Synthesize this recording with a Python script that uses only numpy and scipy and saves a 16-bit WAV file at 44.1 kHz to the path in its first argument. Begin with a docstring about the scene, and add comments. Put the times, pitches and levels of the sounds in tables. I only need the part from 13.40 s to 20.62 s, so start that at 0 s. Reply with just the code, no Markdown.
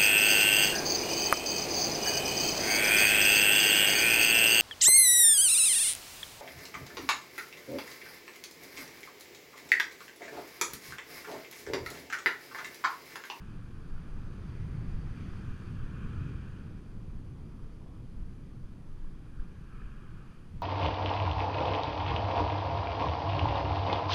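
"""A low roar and a steady wash of surf on a sand beach, with light wind buffeting the microphone.
A wave spills further along the shore, collapses close by and runs up as fizzing foam; a smaller one
follows. Large clouds of trapped air throb to make the roar and thuds, while single bubbles ring as
damped oscillators in the splashes, spray and plops. The camera housing colours the treble,
and the electronics hiss and whine faintly."""
import sys
import numpy as np
from scipy import signal
from scipy.fft import rfft, irfft, next_fast_len
from scipy.io import wavfile
from scipy.ndimage import uniform_filter1d, map_coordinates

SR = 44100
rng = np.random.default_rng(int(sys.argv[2]) if len(sys.argv) > 2 else 0)


def wrap_up_sound(samples):
    """Save the sound to the file named by the first command line argument, as 16-bit audio."""
    columns = np.atleast_2d(samples).T
    # keep every value between -1 and 1, then stretch to whole-number steps
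    tamed = np.clip(columns, -1, 1)
    steps = np.round(tamed * 32767).astype(np.int16)
    wavfile.write(sys.argv[1], SR, steps)


N = 318402


def amp(db):
    """Amplitude ratio of a level in decibels."""
    return 10 ** (np.asarray(db) / 20)


def unit(x):
    """Normalisation to an rms of 1."""
    return x / np.sqrt(np.mean(x ** 2) + 1e-20)


def curve(rows):
    """Linear interpolation of (seconds, value) rows to one value per sample."""
    return np.interp(np.arange(N) / SR, *np.transpose(rows))


def wobble(rate):
    """Smooth random modulation: a spline through `rate` Gaussian knots a second."""
    knots = rng.standard_normal(int(N * rate / SR) + 4)
    return map_coordinates(knots, [np.arange(N) * rate / SR])


def filtered(x, response):
    """Zero-phase filtering: the spectrum of x is multiplied by a function of frequency."""
    size = next_fast_len(N + SR // 2)
    return irfft(rfft(x, size) * response(np.fft.rfftfreq(size, 1 / SR)), size)[:N]


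def coloured(x, points):
    """Spectral shaping by (Hz, dB) points, rolling off beyond both ends; rms 1."""
    hz, db = np.transpose(points)
    hz = np.r_[hz[0] / 3, hz, hz[-1] * 4]
    db = np.r_[db[0] - 40, db, db[-1] - 60]
    return unit(filtered(x, lambda f: amp(np.interp(np.log(f + 1e-9), np.log(hz), db))))


def churn(patchy_db):
    """Modulated white noise whose level drifts in patches of time and frequency; rms 1."""
    spectrogram = signal.stft(rng.standard_normal(N), nperseg=512)[2]
    patches = uniform_filter1d(rng.standard_normal(spectrogram.shape), size=5, axis=0)
    patches = uniform_filter1d(patches, size=14, axis=1)
    return unit(signal.istft(spectrogram * amp(patchy_db * unit(patches)), nperseg=512)[1][:N])


def bubbles(count, low_hz, high_hz, t60_cycles, scatter_db):
    """Bubble resonance: damped sines, each rising a little in pitch as it nears the surface; rms 1."""
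    when, pitch, strength = rng.random((count, 3)).T[:, :, None]
    hz = low_hz + (high_hz - low_hz) * pitch
    step = np.arange(256)
    cycles = hz * step / SR
    age = cycles / t60_cycles
    gain = amp(-scatter_db * np.log(np.clip(strength, .05, 1))) * hz / high_hz
    glide = 1 + 0.074 * np.minimum(age, 1)
    rings = gain * np.exp(-np.log(1000) * age) * np.sin(2 * np.pi * cycles * glide)
    positions = (when * N).astype(int) + step
    return unit(np.bincount(positions.ravel(), rings.ravel(), N)[:N])


def swells(rows, bed_db=-np.inf, roundness=1.67):
    """Power summation of swells over a bed; each is 10 dB down one rise before and one fall after its peak."""
    t, power = np.arange(N) / SR, amp(bed_db) ** 2
    for peak_s, db, rise, fall in rows:
        away = np.maximum((peak_s - t) / rise, (t - peak_s) / fall)
        power = power + amp(db - 10 * np.abs(away) ** roundness) ** 2
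    return np.sqrt(power)


def bursts(rows, rise_share, bed_db=-np.inf):
    """Envelope of swells that each spend the same share of their length rising."""
    shaped = [(s, db, rise_share * length, (1 - rise_share) * length) for s, db, length in rows]
    return swells(shaped, bed_db)


# The surge as waves build, collapse and drain. Each row: time in seconds, level in dB.
ROAR_SURGE = [(0, -47.5), (.9, -44.5), (1.3, -40), (2.0, -41.5), (2.2, -43.5), (2.9, -39.5), (3.4, -45.5),
              (4.1, -45.5), (4.35, -49), (4.55, -45.5), (5.7, -50.5), (6.0, -47.5), (6.3, -49.5),
              (6.7, -47), (7.0, -54), (7.22, -46.5)]
# Spectrum of the roar. Each row: frequency in Hz, relative level in dB.
ROAR_SPECTRUM = [(30, -2.5), (60, -0.5), (130, -1.1), (175, -4), (240, -10.5), (340, -16), (500, -25),
                 (700, -36.5), (1500, -60.5)]


def roar():
    """Collective oscillation: big air clouds throb with the surge; smaller ones follow it more evenly."""
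    surge_db = curve(ROAR_SURGE)
    smooth_db = uniform_filter1d(surge_db, size=SR)
    steady_db = smooth_db.mean() + 0.68 * (smooth_db - smooth_db.mean())
    noise = coloured(rng.standard_normal(N), ROAR_SPECTRUM)
    deep = filtered(noise, lambda f: 1 / (1 + (f / 210) ** 4))
    big_clouds = amp(surge_db + 0.78 + 0.77 * wobble(17)) * deep
    small_clouds = amp(steady_db + 0.8 + 0.18 * wobble(12)) * (noise - deep)
    return big_clouds + small_clouds


# Gusts on the microphone. Each row: peak time in seconds, peak level in dB, length in seconds.
WIND_GUSTS = [(.18, -40, 0.081), (.36, -43.5, 0.17), (.53, -30.5, 0.1), (.74, -35, 0.16), (.87, -38, 0.11),
              (1.18, -34.5, 0.061), (1.56, -35, 0.33), (1.92, -39, 0.075), (2.09, -38, 0.17),
              (2.42, -36, 0.23), (2.66, -38, 0.061), (2.79, -40, 0.092), (3.56, -41, 0.1),
              (3.74, -36.5, 0.12), (4.22, -42.5, 0.16), (4.8, -37.5, 0.2), (4.9, -42, .08),
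              (5.26, -38, 0.083), (5.51, -39, .08), (5.64, -35.5, 0.25), (6.01, -32, 0.1),
              (6.46, -39, 0.23), (6.75, -47, 0.26), (7.17, -38, 0.066)]
# Spectrum of the eddies. Each row: frequency in Hz, relative level in dB.
EDDY_SPECTRUM = [(4, -8.5), (11, -3), (20, 4.5), (29, -11), (42, -12), (65, -22), (150, -56)]


def wind(start_db=-46.5, trend_db_per_s=-0.25):
    """Turbulent pressure: eddies push on the microphone, in gusts over a slackening breeze."""
    eddies = signal.hilbert(coloured(rng.standard_normal(N), EDDY_SPECTRUM))
    envelope = np.sqrt(np.abs(uniform_filter1d(np.abs(eddies) ** 2, size=6000)) + 1e-6)
    even_eddies = unit(eddies.real / envelope)
    breeze_db = start_db + trend_db_per_s * np.arange(N) / SR - 0.3 * wobble(4.2)
    return bursts(WIND_GUSTS, rise_share=0.48, bed_db=breeze_db) * even_eddies


# The wash of the whole surf zone. Each row: time in seconds, level in dB.
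WASH_LEVEL = [(0, -63.5), (2.2, -61.5), (3.6, -66), (4.5, -66.5), (5.5, -67), (7.22, -66)]
# Spectrum of the wash. Each row: frequency in Hz, relative level in dB.
WASH_SPECTRUM = [(300, 1), (600, -11), (800, -6), (1100, -5.5), (1400, -8.5), (1900, -14.5), (3000, -17),
                 (4000, -22), (5500, -26), (7500, -34), (10000, -31), (14000, -43.5)]


def wash():
    """Incoherent summation: distant white water merges into a rush, with foam fizzing on the sand."""
    foam = bubbles(count=9000, low_hz=1500, high_hz=10700, t60_cycles=4.9, scatter_db=3.5)
    envelope = amp(curve(WASH_LEVEL) + 0.087 * wobble(3.7))
    return envelope * coloured(churn(patchy_db=1.1) + amp(-9) * foam, WASH_SPECTRUM)


# Tones of the electronic whine. Each row: frequency in Hz, rms level in dB.
WHINE_TONES = [(9807, -99), (9830, -99)]
# Spectrum of the electronic hiss. Each row: frequency in Hz, relative level in dB.
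HISS_SPECTRUM = [(3000, 3), (7500, -3.5), (9200, -3.5), (9830, 4), (10400, -4), (11500, -6), (13000, -8),
                 (14000, -13)]


def electronics(drift_hz=3, hiss_db=-80.5):
    """Self-noise: the circuits add a faint hiss and a thin, slightly unsteady whine."""
    whine = np.zeros(N)
    for hz, db in WHINE_TONES:
        phase = 2 * np.pi * np.cumsum(hz + drift_hz * wobble(18)) / SR
        whine += amp(db) * unit(np.sin(phase))
    return whine + amp(hiss_db) * coloured(rng.standard_normal(N), HISS_SPECTRUM)


# Crests collapsing at the water's edge.
# Each row: peak time in seconds, level in dB before the treble gain, rise and fall in seconds.
NEAR_CRESTS = [(.05, -62, 0.31, 0.26), (.68, -62.5, 0.61, 0.63), (1.98, -62, 1.0, 0.8),
               (2.28, -64, 0.47, 0.16), (2.71, -57.5, 0.5, 0.58), (3.15, -70, .15, .22),
               (6.07, -67, 0.36, 0.45), (6.48, -65, 0.32, 0.24), (6.83, -65.5, 0.4, 0.25)]
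# Their spectrum, notched near 2 kHz by the echo off the sand.
# Each row: frequency in Hz, relative level in dB.
BREAKER_SPECTRUM = [(500, -22.5), (800, -19.5), (1100, -3), (1300, -1.5), (1650, -1), (1900, -11),
                    (2100, -17.5), (2450, -9), (2800, -12.5), (3200, -15.5), (3700, -24), (5000, -35),
                    (9000, -37.5), (14000, -57)]
# Brightness with the nearness of the foam front. Each row: time in seconds, treble gain in dB.
TREBLE_GAIN = [(0, -3), (1, -6.5), (1.3, -2), (1.9, -1.5), (2.3, -0.8), (2.5, -1.3), (2.95, 0.1),
               (6.45, -3.5), (7.22, 2.8)]


def breakers(lapping_db=-77.5):
    """Air entrainment: each crest beats bubbles into the water and sounds brighter when nearer."""
    splash = bubbles(count=18000, low_hz=788, high_hz=8300, t60_cycles=17, scatter_db=4.5)
    water = coloured(churn(patchy_db=0.55) + amp(-7.5) * splash, BREAKER_SPECTRUM)
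    treble = filtered(water, lambda f: 1 - 1 / (1 + (f / 1900) ** 8))
    shelved = water + (amp(curve(TREBLE_GAIN)) - 1) * treble
    return swells(NEAR_CRESTS, lapping_db) * amp(0.28 * wobble(20)) * shelved


# Lips of water landing. Each row: peak time in seconds, peak level in dB, rise and fall in seconds.
LIP_IMPACTS = [(.56, -69, .06, .12), (.95, -71, .15, .15), (2.62, -62.5, .1, .12), (2.8, -65, .08, 0.14),
               (6.355, -62, .06, .07), (6.44, -61.5, .055, 0.12), (6.62, -66, 0.086, 0.14),
               (6.84, -68, 0.08, .12)]
# Spectrum of a slap. Each row: frequency in Hz, relative level in dB.
SLAP_SPECTRUM = [(750, -24), (1100, 2.5), (1320, 6), (1480, -7), (1660, 1.5), (1900, -23), (2200, -9),
                 (2430, -6.5), (2800, -10.5), (3400, -25), (6000, -34)]


def slaps():
    """Impact on water: a curling lip hits the shallows in a quick splash of coarse, gurgling bubbles."""
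    gurgle = bubbles(count=7000, low_hz=980, high_hz=2800, t60_cycles=14, scatter_db=4)
    return swells(LIP_IMPACTS) * coloured(churn(patchy_db=2) + amp(-5) * gurgle, SLAP_SPECTRUM)


# Falls of spray. Each row: peak time in seconds, peak level in dB, rise and fall in seconds.
SPRAY_FALLS = [(1.03, -79, .22, 0.35), (1.86, -75, 0.17, 0.29), (2.24, -80, 0.13, .25),
               (2.83, -79, 0.18, .42)]
# Spectrum of falling spray. Each row: frequency in Hz, relative level in dB.
SHOWER_SPECTRUM = [(2000, -17), (3150, 5), (4100, -1), (4600, 3), (5500, -7), (6150, -3.5), (7600, -16),
                   (8400, -11), (12000, -22)]


def showers():
    """Drop impact noise: spray thrown up by a crest rains back on the water as a bright sizzle."""
    drops = bubbles(count=16000, low_hz=2800, high_hz=9000, t60_cycles=4, scatter_db=2)
    return swells(SPRAY_FALLS) * coloured(churn(patchy_db=1) + amp(-10) * drops, SHOWER_SPECTRUM)


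# Surf lines far out. Each row: peak time in seconds, peak level in dB, rise and fall in seconds.
DISTANT_ROLLERS = [(1.4, -64.5, 0.57, 0.33), (4.25, -66.5, 1, 0.94)]
# Spectrum of distant surf. Each row: frequency in Hz, relative level in dB.
ROLLER_SPECTRUM = [(170, 1), (450, 5.5), (800, -6), (1250, -1), (2000, -31)]


def far_surf(open_sea_db=-85):
    """Treble loss with distance: far rollers arrive as a dull rush with no spray in it."""
    return swells(DISTANT_ROLLERS, open_sea_db) * coloured(churn(patchy_db=2.5), ROLLER_SPECTRUM)


# Spills along the shore. Each row: peak time in seconds, peak level in dB, rise and fall in seconds.
SPILLING_CRESTS = [(1.19, -64.5, 0.2, 0.24), (1.49, -64.5, 0.23, 0.28), (1.82, -62.5, 0.17, 0.26)]
# Spectrum of a spill. Each row: frequency in Hz, relative level in dB.
SPILL_SPECTRUM = [(400, -7), (700, -3.5), (1200, -5.5), (1600, -0.5), (2000, 1.5), (2600, -7.5),
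                  (3300, -14), (3800, -15), (4800, -17), (7500, -32), (9000, -31), (14000, -42)]


def spill(far_spray_db=-80):
    """Spilling breaker: a stretch of crest tips over further along and throws bright spray."""
    envelope = swells(SPILLING_CRESTS, far_spray_db) * amp(0.28 * wobble(18))
    return envelope * coloured(churn(patchy_db=1.6), SPILL_SPECTRUM)


# Masses of water falling within the roar.
# Each row: peak time in seconds, peak level in dB, length in seconds, centre frequency in Hz.
FALLING_MASSES = [(1.226, -46, 0.069, 94.5), (1.48, -42, 0.33, 95), (1.863, -48, 0.17, 171),
                  (2.084, -41, 0.14, 91), (2.375, -41, 0.27, 99), (2.65, -44.5, 0.25, 157),
                  (2.854, -38, 0.18, 103), (2.92, -49, 0.24, 215), (3.276, -45, 0.22, 120),
                  (3.913, -46.5, 0.24, 102), (7.175, -42, 0.096, 93)]


def thuds(band_ratio=1.508):
    """Cloud resonance: each falling mass traps a cloud of air, which throbs deeper the bigger it is."""
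    out, noise = np.zeros(N), rng.standard_normal(N)
    for peak_s, db, length, hz in FALLING_MASSES:
        band = signal.butter(3, [hz / band_ratio, hz * band_ratio], btype="band", fs=SR, output="sos")
        out += bursts([(peak_s, db, length)], rise_share=0.66) * unit(signal.sosfilt(band, noise))
    return out


# Air pockets closing in the shallows. Each row: start in seconds, pitch in Hz, peak level in dB.
AIR_POCKETS = [(4.193, 1060, -58.5), (5.645, 1030, -54), (5.671, 1600, -61), (5.996, 1490, -56),
               (6.016, 1100, -57), (6.023, 1300, -61), (6.400, 1230, -52), (6.417, 1610, -53)]


def plops(t60_s=0.016, attack_s=0.0018, glide_per_s=14):
    """Bubble resonance: each pocket pinches off one big bubble, whose pitch climbs near the surface."""
    out, t = np.zeros(N + SR), np.arange(SR // 16) / SR
    envelope = (1 - np.exp(-t / attack_s)) * np.exp(-np.log(1000) * t / t60_s)
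    envelope /= envelope.max()
    for start, hz, db in AIR_POCKETS:
        chirp = np.sin(2 * np.pi * hz * t * (1 + glide_per_s * t / 2))
        out[round(start * SR):][:len(t)] += amp(db) * envelope * chirp
    return out[:N]


def scene():
    """Superposition: the pressures of sea and wind add at one microphone."""
    background = roar() + wind() + wash()
    waves = breakers() + slaps() + showers() + far_surf() + spill() + thuds() + plops()
    return (background + waves)[None]


# Resonances of the camera housing. Each row: centre in Hz, Gaussian width in Hz, boost in dB.
HOUSING_RESONANCES = [(2427, 99, 3), (3210, 91, 2), (4570, 98, 5.5), (4940, 185, 4.5), (6120, 230, 5),
                      (6890, 360, 4), (8360, 260, 3.5), (9230, 200, 5.5)]


def housing_gain(f):
    """Enclosure resonance: the housing lifts a few narrow treble bands."""
    return amp(sum(db * np.exp(-.5 * ((f - hz) / width) ** 2) for hz, width, db in HOUSING_RESONANCES))


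def record(dry, top_hz=14400):
    """Band limiting: the camera cuts the top off the housing's sound and off its own noise."""
    inside = filtered(dry[0], housing_gain) + electronics()
    return filtered(inside, lambda f: f < top_hz)[None]


dry = scene()
out = record(dry)
wrap_up_sound(out)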